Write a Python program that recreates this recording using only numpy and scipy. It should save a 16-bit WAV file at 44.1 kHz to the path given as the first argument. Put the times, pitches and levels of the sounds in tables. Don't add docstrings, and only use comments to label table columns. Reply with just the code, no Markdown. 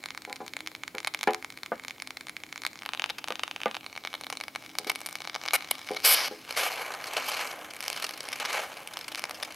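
import sys
import numpy as np
from scipy import signal
from scipy.fft import rfft, irfft
from scipy.io import wavfile
from scipy.ndimage import uniform_filter1d

SR = 44100
rng = np.random.default_rng(int(sys.argv[2]) if len(sys.argv) > 2 else 0)


def transcribe(signal):
    frames = np.atleast_2d(signal).T
    limited = np.clip(frames, -1, 1)
    pcm = np.round(limited * 32767).astype(np.int16)
    wavfile.write(sys.argv[1], SR, pcm)


def linear_from_db(decibels):
    return 10 ** (np.asarray(decibels, float) / 20)


N = 421155
LEFT_RIGHT = np.array([[1], [-1]])

# pitch_hz, level_db (per Hz)
AIR_SPECTRUM = [(20, -28), (40, -0.5), (70, 1.5), (130, 6), (280, 6), (600, 1.5), (2000, -13.5),
                (16000, -12.5)]
# pitch_hz, level_db
FAN_TONES = [(263.8, -68), (312.2, -68)]
# time_s, left_minus_right_db
LEAN = [(0, .7), (2.3, .8), (3.2, 2), (3.7, -.2), (4.3, 0), (5.5, 1), (7, .3), (8.7, .2), (9.55, .9)]
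# start_s, peak_db, contact_hardness_hz, on_rim (0 = open panel, 1 = folded rim)
KNOCKS = [(0.276, -36.5, 1300, 0), (0.303, -33, 1530, 0), (0.404, -27, 1300, 0), (0.947, -31, 1920, 0),
          (1.2742, -11.5, 2300, 0), (1.719, -20, 1920, 1), (3.305, -27, 2020, 1), (3.659, -18, 2370, 1),
          (4.798, -34, 700, 0), (4.867, -27.5, 700, 0), (5.907, -21.5, 746, 0), (6.311, -27.5, 640, 0)]
# pitch_hz, level_db, t60_s
PANEL_MODES = [(231, -14.5, 0.16), (349, -15, 0.32), (428.7, -6.5, 0.22), (513, -5, 0.15), (611, -13, 0.18),
               (674, -21, 0.11), (754, -5, .19), (817, -3, 0.12), (906, -13, 0.13), (1006, -11.5, 0.18),
               (1414, -6, 0.08), (1694, -4, 0.07), (2300, 0.5, .045)]
# pitch_hz, level_db, t60_s
RIM_MODES = [(224, -9.5, .14), (516, -3.5, 0.096), (581, -2, 0.1), (686, 0.5, 0.079), (810, -4, 0.071),
             (914, -4.5, 0.066), (1200, -1, 0.05), (1480, -8, .07), (2055, -5.5, 0.056)]

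# pitch_hz, width_hz, level_db
EMPTY = [(770, 530, -8), (1320, 430, -5.5), (2190, 245, -4.5), (3430, 600, -5.5), (4090, 610, -3.5),
         (5260, 1100, -4.5), (7030, 370, -13)]
# pitch_hz, width_hz, level_db
DEEP = [(805, 350, -5), (1300, 430, -2.5), (2720, 830, 3.5), (3820, 410, -4.5), (4580, 690, -6),
        (6740, 1540, -6.5)]
# pitch_hz, width_hz, level_db
FILLED = [(808, 353, -8), (900, 390, -13), (1235, 535, -4.5), (2236, 154, -8.5), (2910, 356, -8.5),
          (3600, 710, -2.5), (4230, 610, -1.5), (4650, 820, 0), (5700, 1900, 0)]
# pitch_hz, width_hz, level_db
FULL = [(700, 573, -10), (950, 1050, -15), (1300, 645, -6), (2210, 257, -9), (2830, 570, -5.5),
        (3710, 670, -5), (4300, 730, -3.5), (5190, 814, -2.5), (6380, 1650, -7)]
DEEP_FROM_S, FILLED_FROM_S, FULL_FROM_S = 2.794, 3.75, 5.98
# pitch_hz, width_hz, level_db
MOUTH_BURSTS = [(9100, 2200, 6), (10100, 610, 1.5), (11750, 2600, 4), (13400, 1700, -10)]
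# pitch_hz, width_hz, level_db
MOUTH_JET = [(8750, 1800, 0), (10430, 1780, 4.5), (12220, 2300, 5), (14100, 2300, -17)]

# time_s, burst_brightness_db
SHINE = [(0, -19.5), (.9, -21), (1.05, -19.5), (1.35, -20), (1.5, -19.5), (3.5, -22.5), (4.0, -25),
         (4.3, -16.5), (4.7, -19), (4.9, -14), (5.1, -9), (5.2, -22.5), (5.5, -27.5), (5.62, -19.5),
         (7.2, -13.5), (7.8, -15), (8.5, -15), (9.5, -15.5)]
# time_s, tilt_to_low_resonances_db
WARMTH = [(5.3, 0), (5.55, 2.5), (5.9, -1.5), (6.1, -3), (6.6, 3.5), (6.95, 11), (7.35, 2.5), (7.65, 12.5),
          (7.95, 3.5), (8.58, 7.5), (9.0, 8.5)]
# start_s,
# tilt_to_low_resonances_db, extra_mouth_brightness_db
COLOURED = [(1.072, 3.5, 2.5), (1.231, -1, 1.5), (1.346, -1, -1.2), (2.934, -2.7, -8), (3.435, 1, 0.12),
            (3.767, 2, -3), (4.050, 2.5, -0.2), (4.325, 4, 0), (4.559, 3.5, -1.5), (4.786, -5.5, 5),
            (4.797, -4, 11), (4.897, -1.2, 0.5), (5.061, -6.5, 4.5), (5.154, 0.1, 0.1), (5.173, -1, 8),
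            (5.485, -4, 0.1), (5.534, 9.5, 4.5), (5.712, 4.5, 0.1), (7.168, 3, -3.85)]
# time_s, level_db
FLOW = [(0, -56.5), (3, -56), (5.2, -52.5), (5.8, -46), (6.31, -45), (6.42, -46.5), (6.5, -39.5),
        (6.72, -32.5), (7.05, -40), (7.2, -31.5), (7.4, -33), (7.56, -41), (7.8, -45), (7.92, -35),
        (8.15, -44), (8.58, -32.5), (8.8, -44), (9.3, -45.5), (9.55, -45)]
# start_s, end_s, start_db, end_db, brightness_db
SPURTS = [(4.869, 4.895, -31.5, -42, -12), (5.533, 5.562, -21, -22.5, -4), (5.71, 5.714, -20.5, -21, 2.5),
          (5.965, 5.973, -28.5, -30, -22), (6.035, 6.049, -39, -17, -10), (6.048, 6.148, -18, -20.5, -1.5),
          (6.146, 6.284, -24.5, -31.5, -12), (6.56, 6.568, -42, -22, -12.5),
          (6.57, 6.685, -23.5, -31.5, -10.5), (7.166, 7.184, -22, -32.5, -27.5),
          (7.281, 7.301, -34, -31, -5), (7.332, 7.351, -33, -33.5, -19.5),
          (7.358, 7.439, -39.5, -36.5, -21), (8.401, 8.43, -34, -33, -19.5), (8.483, 8.511, -34, -32, -19),
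          (8.521, 8.605, -33, -35, -19), (8.633, 8.65, -44, -43, -9)]

# start_s, level_db, venting_s
SPLUTTERS = [(1.0735, -21, 0.0055), (3.101, -28, 0.0071), (3.182, -28.5, 0.0091), (4.326, -30, 0.0089),
             (4.899, -15.5, 0.0025), (6.5074, -21.5, 0.0037), (7.04, -27.5, 0.0051), (7.068, -27.5, 0.017),
             (7.168, -24, 0.0051), (7.3154, -21.5, 0.0095), (7.4086, -24.5, 0.0082),
             (7.7647, -28.5, 0.0027), (7.826, -23.5, 0.0023), (7.862, -27, 0.0018), (7.8807, -17, 0.001),
             (7.901, -19, 0.0012), (7.9288, -20.5, 0.0017), (8.025, -28.5, 0.0025), (8.041, -20, 0.0088),
             (8.1359, -26.5, 0.005), (8.205, -21.5, 0.0032), (8.328, -20.5, 0.0065), (8.399, -23, 0.0092),
             (8.45, -17, 0.0087), (8.528, -20, 0.0054), (8.9708, -23.5, 0.0011), (9.08, -24, 0.0069),
             (9.1476, -26, 0.00064), (9.2396, -21.5, 0.0011), (9.426, -21.5, 0.0078)]
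# start_s, peak_db, venting_s
SPITS = [(6.727, -21, 0.0039), (6.7575, -23.5, 0.004), (6.8028, -29.5, 0.0066), (6.8597, -30, 0.0033),
         (6.9182, -29.5, 0.0068), (6.938, -20, 0.0047), (7.0105, -29, 0.0075), (7.133, -19, 0.006),
         (7.198, -25.5, 0.0045), (7.222, -23, 0.005), (7.3715, -21, 0.0055), (7.4727, -24.5, 0.005),
         (7.5102, -24, 0.0067), (7.6114, -31, 0.0054), (7.644, -31.5, 0.0033), (7.7044, -26, 0.0061),
         (7.8502, -24, 0.0054), (7.9613, -18, 0.0045), (7.9744, -23.5, 0.0065), (8.023, -15, 0.005),
         (8.065, -19.5, 0.005), (8.091, -18.5, 0.0032), (8.1783, -24, 0.0028), (8.2525, -24, 0.0047),
         (8.358, -24, 0.0046), (8.3866, -27, 0.0026), (8.769, -27, 0.0069), (8.74, -29, 0.0029),
         (8.877, -35, 0.005), (8.9349, -25, 0.0069), (9.0106, -23, 0.005), (9.043, -24, 0.005),
         (9.119, -20, 0.0065), (9.174, -23.5, 0.017), (9.344, -30, 0.018), (9.372, -28.5, 0.0046),
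         (9.399, -30.5, 0.005), (9.447, -24, 0.0084), (9.5058, -30.5, 0.0076), (9.522, -25, 0.004)]
# start_s, peak_db, tear_ahead_ms (of the skin; 1 or less = none)
POPS = [(.0585, -14, 20), (.1054, -17.5, 19), (.1757, -18.5, 27.5), (.2502, -18, 30),
        (.3276, -15.5, 30.5), (.3593, -24, 0), (.4795, -18.5, 15.5), (.5668, -13.5, 31),
        (.6054, -18.5, 15.5), (.6732, -12, 11), (.7502, -18.5, 34), (.8352, -16.5, 0),
        (.8785, -15.5, 0), (.9502, -18.5, 0), (.9826, -16.5, 0), (1.0029, -17, 13.5), (1.047, -14, 0),
        (1.0723, -9, 0), (1.1466, -10.5, 8), (1.1733, -31, -0.5), (1.2107, -15.5, 20),
        (1.2308, -8.5, 0), (1.238, -13, 0), (1.273, -16, 0), (1.334, -15, 27), (1.3459, -10, 0),
        (1.446, -14.5, 20.5), (1.5027, -23, -2), (1.5237, -24.5, -0.5), (1.574, -23.5, -0.5),
              (1.6328, -18, 1), (1.6611, -18.5, 0), (1.7966, -25, 40.5), (1.8485, -19, 11.5),
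              (1.882, -15, 1), (1.9077, -20, 10.5), (2.0, -21, 18), (2.0214, -18.5, 1), (2.0735, -18, -2),
              (2.1062, -19.5, 0.5), (2.171, -17, 1.5), (2.21, -23, 1.5), (2.295, -17.5, 26),
              (2.3664, -18, 1), (2.436, -20.5, 1), (2.5263, -18, 1), (2.5775, -19.5, 18.5),
              (2.6355, -19, 16.5), (2.665, -11, 14.5), (2.7565, -23.5, 25), (2.79, -25.5, 15.5),
        (2.821, -22.5, 8), (2.861, -15, 8.5), (2.8903, -15.5, 0), (2.9347, -12, 0),
             (2.9485, -19.5, 6.5), (2.9964, -14.5, 22), (3.02, -15, 0), (3.0409, -13, 0), (3.06, -19, 0),
             (3.0987, -15, 5.5), (3.1846, -18, 0), (3.242, -15.5, 0), (3.284, -13, 8), (3.305, -17.5, 0),
             (3.3227, -16.5, 0), (3.3556, -18.5, 0), (3.3945, -16, 0), (3.4353, -9.5, 1.2),
             (3.4785, -21.5, 8.5), (3.512, -19, 0.5), (3.562, -18.5, 0), (3.616, -21, 12.5),
             (3.634, -17.5, 0), (3.658, -15.5, 0), (3.681, -24, 0), (3.7123, -19, 0), (3.745, -17.5, 0),
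             (3.751, -19.5, 0), (3.767, -13.5, 0),
        (3.8635, -15, 20), (3.9282, -23.5, 30), (3.963, -19.5, 10), (3.9762, -15.5, 0),
                (4.0498, -14, 12), (4.0731, -12.5, 1), (4.14, -15.5, 10.5), (4.152, -16.5, 2.5),
                (4.211, -18, 0), (4.2364, -21, 1), (4.2673, -17, 23.5), (4.3016, -16, 1.5),
                (4.3258, -15, -0.5), (4.3715, -18.5, 18.5), (4.4107, -16, 9), (4.438, -21.5, 1.3),
                (4.4816, -17, -2.5), (4.559, -13, 8.5), (4.624, -26, 4), (4.6621, -23, -1), (4.693, -31, 0),
                (4.7528, -23, 1), (4.7856, -8, 0.5), (4.846, -23.5, 31), (4.8968, -7, 1),
                (4.9166, -18, 1.5), (4.9576, -15, 6), (5.015, -19, 10),
        (5.061, -16, -0.5), (5.088, -20.5, 16), (5.1543, -13.5, 27), (5.2043, -21, 18.5),
               (5.219, -18.5, 0.5), (5.251, -21, 10), (5.274, -15, 1), (5.2969, -20, 12.5),
               (5.3514, -14, 6.5), (5.3607, -15.5, 0.5), (5.437, -16.5, 22.5), (5.461, -15, 7),
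               (5.485, -10.5, 6.5), (5.508, -15, -0.5), (5.5344, -7.5, 1), (5.607, -23, 0.5),
               (5.623, -21.5, 0.5), (5.674, -25.5, 30), (5.7123, -8.5, -0.5), (5.753, -23, -1.5),
               (5.792, -27.5, 6), (5.874, -23, 4), (5.8952, -22, 26), (5.9143, -23, 8), (5.947, -22, 12),
               (5.9655, -19, 2.5), (6.002, -21, 7.5), (6.0216, -25.5, 1),
        (6.492, -26, -1), (6.525, -19, 0), (6.725, -23, 0.5), (7.8056, -14.5, -0.5), (7.84, -19, 4.5),
             (8.109, -17.5, 16.5), (8.2872, -16.5, 1), (8.874, -16.5, 0.5), (8.936, -25.5, 9),
             (9.117, -27, -1.5), (9.194, -15, 11.5), (9.2533, -18, 0.5), (9.295, -17.5, -1),
             (9.3104, -16, 1.5), (9.5446, -23.5, 0.5)]
# start_s, peak_db
TICKS = [(0.029, -35), (.364, -28.5), (.762, -34.5), (.971, -34), (1.030, -31), (1.063, -32), (1.279, -23),
         (1.587, -34), (1.779, -36.5), (1.962, -45), (2.284, -25), (2.402, -36), (2.465, -32), (2.49, -36),
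         (2.542, -39), (2.674, -26.5), (2.713, -34), (2.833, -26), (3.809, -30), (3.831, -33),
         (4.06, -26.5), (4.102, -35), (4.179, -39), (4.638, -33.5), (4.794, -34), (4.7, -33), (4.714, -38),
         (4.833, -33), (4.990, -30), (5.033, -37.5), (5.051, -36), (5.065, -25), (5.11, -37),
         (5.163, -28.5), (5.171, -40), (5.246, -25), (5.332, -33), (5.404, -39), (5.428, -33), (5.525, -31),
         (5.588, -31.5), (5.646, -28.5), (5.688, -27), (5.782, -29.5), (5.815, -27), (5.846, -35),
         (5.888, -21), (6.195, -15.5), (6.205, -13), (6.373, -41.5), (6.45, -30), (6.574, -14.5),
         (6.949, -24.5), (7.169, -10), (7.265, -27), (7.591, -30), (7.736, -24), (7.746, -31.5),
              (7.757, -30), (7.790, -31.5), (7.812, -27.5), (7.913, -32), (7.943, -34), (8, -23.5),
              (8.032, -22), (8.125, -37), (8.158, -37), (8.176, -23.5), (8.231, -29), (8.240, -31),
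              (8.270, -34.5), (8.302, -30), (8.319, -23.5), (8.357, -28.5), (8.978, -28.5), (8.990, -25),
              (9.030, -31.5), (9.156, -19.5), (9.220, -25.5)]


def rms_one(x):
    return x / np.sqrt(np.mean(x ** 2) + 1e-20)


def in_time(rows):
    time_s, *columns = np.transpose(rows)
    return [np.interp(np.arange(N) / SR, time_s, column) for column in columns]


def drift(rate_hz):
    r = np.exp(-2 * np.pi * rate_hz / SR)
    noise = rng.standard_normal(N + SR)
    return rms_one(signal.lfilter([1], [1, -2 * r, r * r], noise)[SR:])


def butterworth(x, order, hz, kind):
    return signal.sosfilt(signal.butter(order, hz, kind, fs=SR, output="sos"), x)


def ring(x, hz, width_hz):
    r = np.exp(-np.pi * width_hz / SR)
    w = 2 * np.pi * hz / SR
    return signal.lfilter([np.sin(w)], [1, -2 * r * np.cos(w), r * r], x + 1e-18)


def air():
    hz = np.maximum(np.fft.rfftfreq(N, 1 / SR), 1)
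    curve_hz, curve_db = np.transpose(AIR_SPECTRUM)
    shape = linear_from_db(np.interp(np.log(hz), np.log(curve_hz), curve_db))
    mid, side = rms_one(irfft(rfft(rng.standard_normal((2, N))) * shape, N))
    t = np.arange(N) / SR
    tones = np.zeros(N)
    for pitch_hz, level_db in FAN_TONES:
        level = linear_from_db(level_db + 5.5 + 3.25 * drift(5.0))
        tones += level * np.sin(2 * np.pi * pitch_hz * t + 1.65 * drift(2.4))
    return linear_from_db(-57) * (mid + linear_from_db(-21.5) * side * LEFT_RIGHT) + tones


def echoes(x, t60, level_db, cut_hz, side_db):
    t = np.arange(round(t60 * SR)) / SR
    mid, side = rng.standard_normal((2, len(t))) * linear_from_db(-60 * t / t60)
    tail = butterworth(mid + linear_from_db(side_db) * side * LEFT_RIGHT, 1, cut_hz, "low")
    tail = butterworth(tail, 2, 560, "high")
    tail = tail / np.sqrt(np.sum(tail ** 2) / 2)
    return linear_from_db(level_db) * signal.fftconvolve(tail, x.mean(axis=0)[None])[:, :N]


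def knocks():
    length = SR // 2
    out, t = np.zeros((2, N + length)), np.arange(length) / SR
    for s, peak_db, hard_hz, on_rim in KNOCKS:
        rattle = rng.standard_normal(length) * np.exp(-t / 0.004) * 0.02
        rattle[0] = 1
        crowd = rng.standard_normal(length) * linear_from_db(-5 - 60 * t / 0.14)
        sound = crowd * np.ones((2, 1))
        luck = rng.standard_normal((len(PANEL_MODES), 2))
        modes = RIM_MODES if on_rim > .5 else PANEL_MODES
        for (hz, level_db, t60), (strength, side) in zip(modes, luck):
            width_hz = np.log(1000) / np.pi / t60
            mode = linear_from_db(level_db - 8 + 1.3 * strength) * ring(rattle, hz, width_hz)
            sound += mode * linear_from_db(0.17 * side * LEFT_RIGHT)
        soft = butterworth(sound, 4, hard_hz, "low")
        at = round(s * SR)
        out[:, at:at + length] += linear_from_db(peak_db + 2.0) * soft
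    return butterworth(out[:, :N], 4, 225, "high")


def resonate(x, modes, luck, side_db):
    out, driven = np.zeros((2, N)), np.flatnonzero(x)
    span = slice(driven[0], driven[-1] + SR // 20)
    for k, (hz, width_hz, level_db) in enumerate(modes):
        lean = linear_from_db(side_db * (-1) ** ((k + 1) // 2) * LEFT_RIGHT)
        mode = ring((x * luck[k])[span], hz, width_hz)
        out[:, span] += (-1) ** k * linear_from_db(level_db) * lean * mode
    return out


def through_hollow(body, bright, luck_db, mouth):
    t, luck = np.arange(N) / SR, linear_from_db(luck_db)
    deep = np.clip((t - DEEP_FROM_S) / 0.11, 0, 1)
    filled = np.clip((t - FILLED_FROM_S) / 0.11, 0, 1)
    full = np.clip((t - FULL_FROM_S) / 0.05, 0, 1)
    low = resonate(body * (1 - deep), EMPTY, luck, side_db=1.5)
    low += resonate(body * deep * (1 - filled), DEEP, luck, side_db=1.0)
    low += resonate(body * filled * (1 - full), FILLED, luck, side_db=0.5)
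    low += resonate(body * full, FULL, luck, side_db=-0.03)
    high = resonate(bright, mouth, luck[8:], side_db=.5)
    high = high * linear_from_db(.7 / 2 * LEFT_RIGHT)
    low = butterworth(low, 3, [540, 7400], "band")
    return low + butterworth(high, 3, [7400, 14200], "band")


def froth(count, per_s, size_db, share):
    born = rng.random(count) < per_s / SR
    sizes = linear_from_db(size_db * np.minimum(rng.exponential(1, count), 3.5)) * rng.choice([-1, 1], count)
    return np.sqrt(share) * rms_one(born * sizes) + np.sqrt(1 - share) * rng.standard_normal(count)


def gas_flow():
    body_db, = in_time(FLOW)
    warm_db, = in_time(WARMTH)
    keep = np.exp(-1 / (0.024 * SR))
    lagging_db = signal.lfilter([1 - keep], [1, -keep], body_db - body_db[0]) + body_db[0]
    bright_db = -55 + np.maximum(body_db, lagging_db) + 39.0 - 0.14 * warm_db

    starts = (rng.random(N) < 260 / SR) * np.minimum(rng.exponential(1, N), 2.5)
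    gasps = rms_one(1.3 + signal.lfilter([1], [1, -np.exp(-1 / (.0018 * SR))], starts))
    choppy_db = np.clip(1.2 * drift(45), -5, 4)
    body = gasps * linear_from_db(body_db + choppy_db)
    bright = gasps * linear_from_db(bright_db + choppy_db + 2.0 * drift(25))

    for start, end, start_db, end_db, shine_db in SPURTS:
        span = slice(round(start * SR), round(end * SR))
        slope_db = np.linspace(start_db, end_db, span.stop - span.start)
        level = linear_from_db(slope_db + 0.38 * choppy_db[span])
        body[span] += level
        bright[span] += level * linear_from_db(shine_db)
    return uniform_filter1d(body, size=30), uniform_filter1d(bright, size=30)


def splutters(rows):
    out, t = np.zeros(N + 2048), np.arange(2048) / SR
    for s, level_db, vent_s in rows:
        puff = froth(2048, per_s=3000, size_db=5.5, share=0.68) * np.exp(-(t / vent_s) ** 2)
        puff[0] = 0.011 / vent_s
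        at = min(round(s * SR), N)
        out[at:at + 2048] += linear_from_db(level_db - 14.5) * puff
    return out[:N]


def crackle(start_s, end_s, count):
    place = ((np.arange(count) + rng.random(count)) / count) ** .6
    peaks_db = -38 + 2.5 * rng.standard_normal(count)
    return list(zip(start_s + place * (end_s - start_s), peaks_db))


def pockets():
    main = POPS
    tears = []
    for s, peak_db, ahead_ms in main:
        tear_db = peak_db - 7 + 2.5 * rng.standard_normal()
        if ahead_ms > 1:
            tears.append((s - ahead_ms / 1000, tear_db))
    ticks = [(s, peak_db + 2.5) for s, peak_db in TICKS]
    return [row[:2] for row in main] + tears + crackle(2.65, 9.5, count=60) + ticks


def pops(rows):
    body, bright, t = np.zeros(N + 256), np.zeros(N + 256), np.arange(256) / SR
    for s, peak_db in rows:
        puff, hiss = rng.standard_normal((2, 256))
        puff = puff * np.exp(-t / 0.00025) * 0.12
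        puff[0] = np.sign(hiss[-1])
        at = round(s * SR)
        body[at:at + 256] += linear_from_db(peak_db - 3.5) * puff
        bright[at:at + 256] += linear_from_db(peak_db - 10.0) * hiss * np.exp(-t / 0.0013)
    return body[:N], bright[:N]


def foam():
    dry_bursts = pockets()
    spits = [(s, peak_db - 5.0, max(vent_s, .001)) for s, peak_db, vent_s in SPITS]
    wet_bursts = SPLUTTERS + spits

    onsets = np.sort([round(row[0] * SR) for row in dry_bursts + wet_bursts])
    owner = np.searchsorted(onsets, np.arange(N), side="right")
    luck_db = 2.2 * rng.standard_normal((len(onsets) + 1, 12))[owner].T
    luck_db[7:9, round(FILLED_FROM_S * SR):round(4.3 * SR)] -= 5.5
    tilt = np.r_[np.linspace(1, -1, 8), np.zeros(4)][:, None]
    for s, warm_db, mouth_db in COLOURED:
        span = slice(round((s - .003) * SR), round((s + .008) * SR))
        luck_db[:, span] = luck_db[:, span] / 3 + tilt * warm_db + (tilt == 0) * mouth_db

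    body, bright = pops(dry_bursts)
    wet = splutters(wet_bursts)
    shine_db, = in_time(SHINE)
    bright = linear_from_db(shine_db - 2.5 + luck_db[4] / 2) * (bright + linear_from_db(4.5) * wet)
    bursts = through_hollow(body + wet, bright, luck_db, MOUTH_BURSTS)

    flow_body, flow_bright = gas_flow()
    swarm = froth(N, per_s=3000, size_db=3.5, share=0.55)
    warm_db, = in_time(WARMTH)
    colour_db = tilt * warm_db + np.array([drift(9) for mode in tilt])
    flow_body = linear_from_db(-12.0) * flow_body * swarm
    flow_bright = linear_from_db(-8.5) * flow_bright * swarm
    return bursts + through_hollow(flow_body, flow_bright, colour_db, MOUTH_JET)


def scene():
    close = foam() + knocks()
    close = close + echoes(close, t60=.05, level_db=-18, cut_hz=5000, side_db=-12)
    wet = close + echoes(close, t60=.33, level_db=-22, cut_hz=4900, side_db=0.0)
    lean_db, = in_time(LEAN)
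    return wet * linear_from_db(lean_db / 2 * LEFT_RIGHT) + air()


def low_pass(x):
    return signal.sosfilt(signal.butter(12, 16800, fs=SR, output="sos"), x)


def record(dry):
    thin = butterworth(dry, 2, 60, "high")
    rounded = .8 * np.tanh(thin / .8)
    cut = signal.sosfilt(signal.cheby2(10, 50, 16700, fs=SR, output="sos"), rounded)
    return low_pass(cut)


dry = scene()
out = record(dry)
transcribe(out)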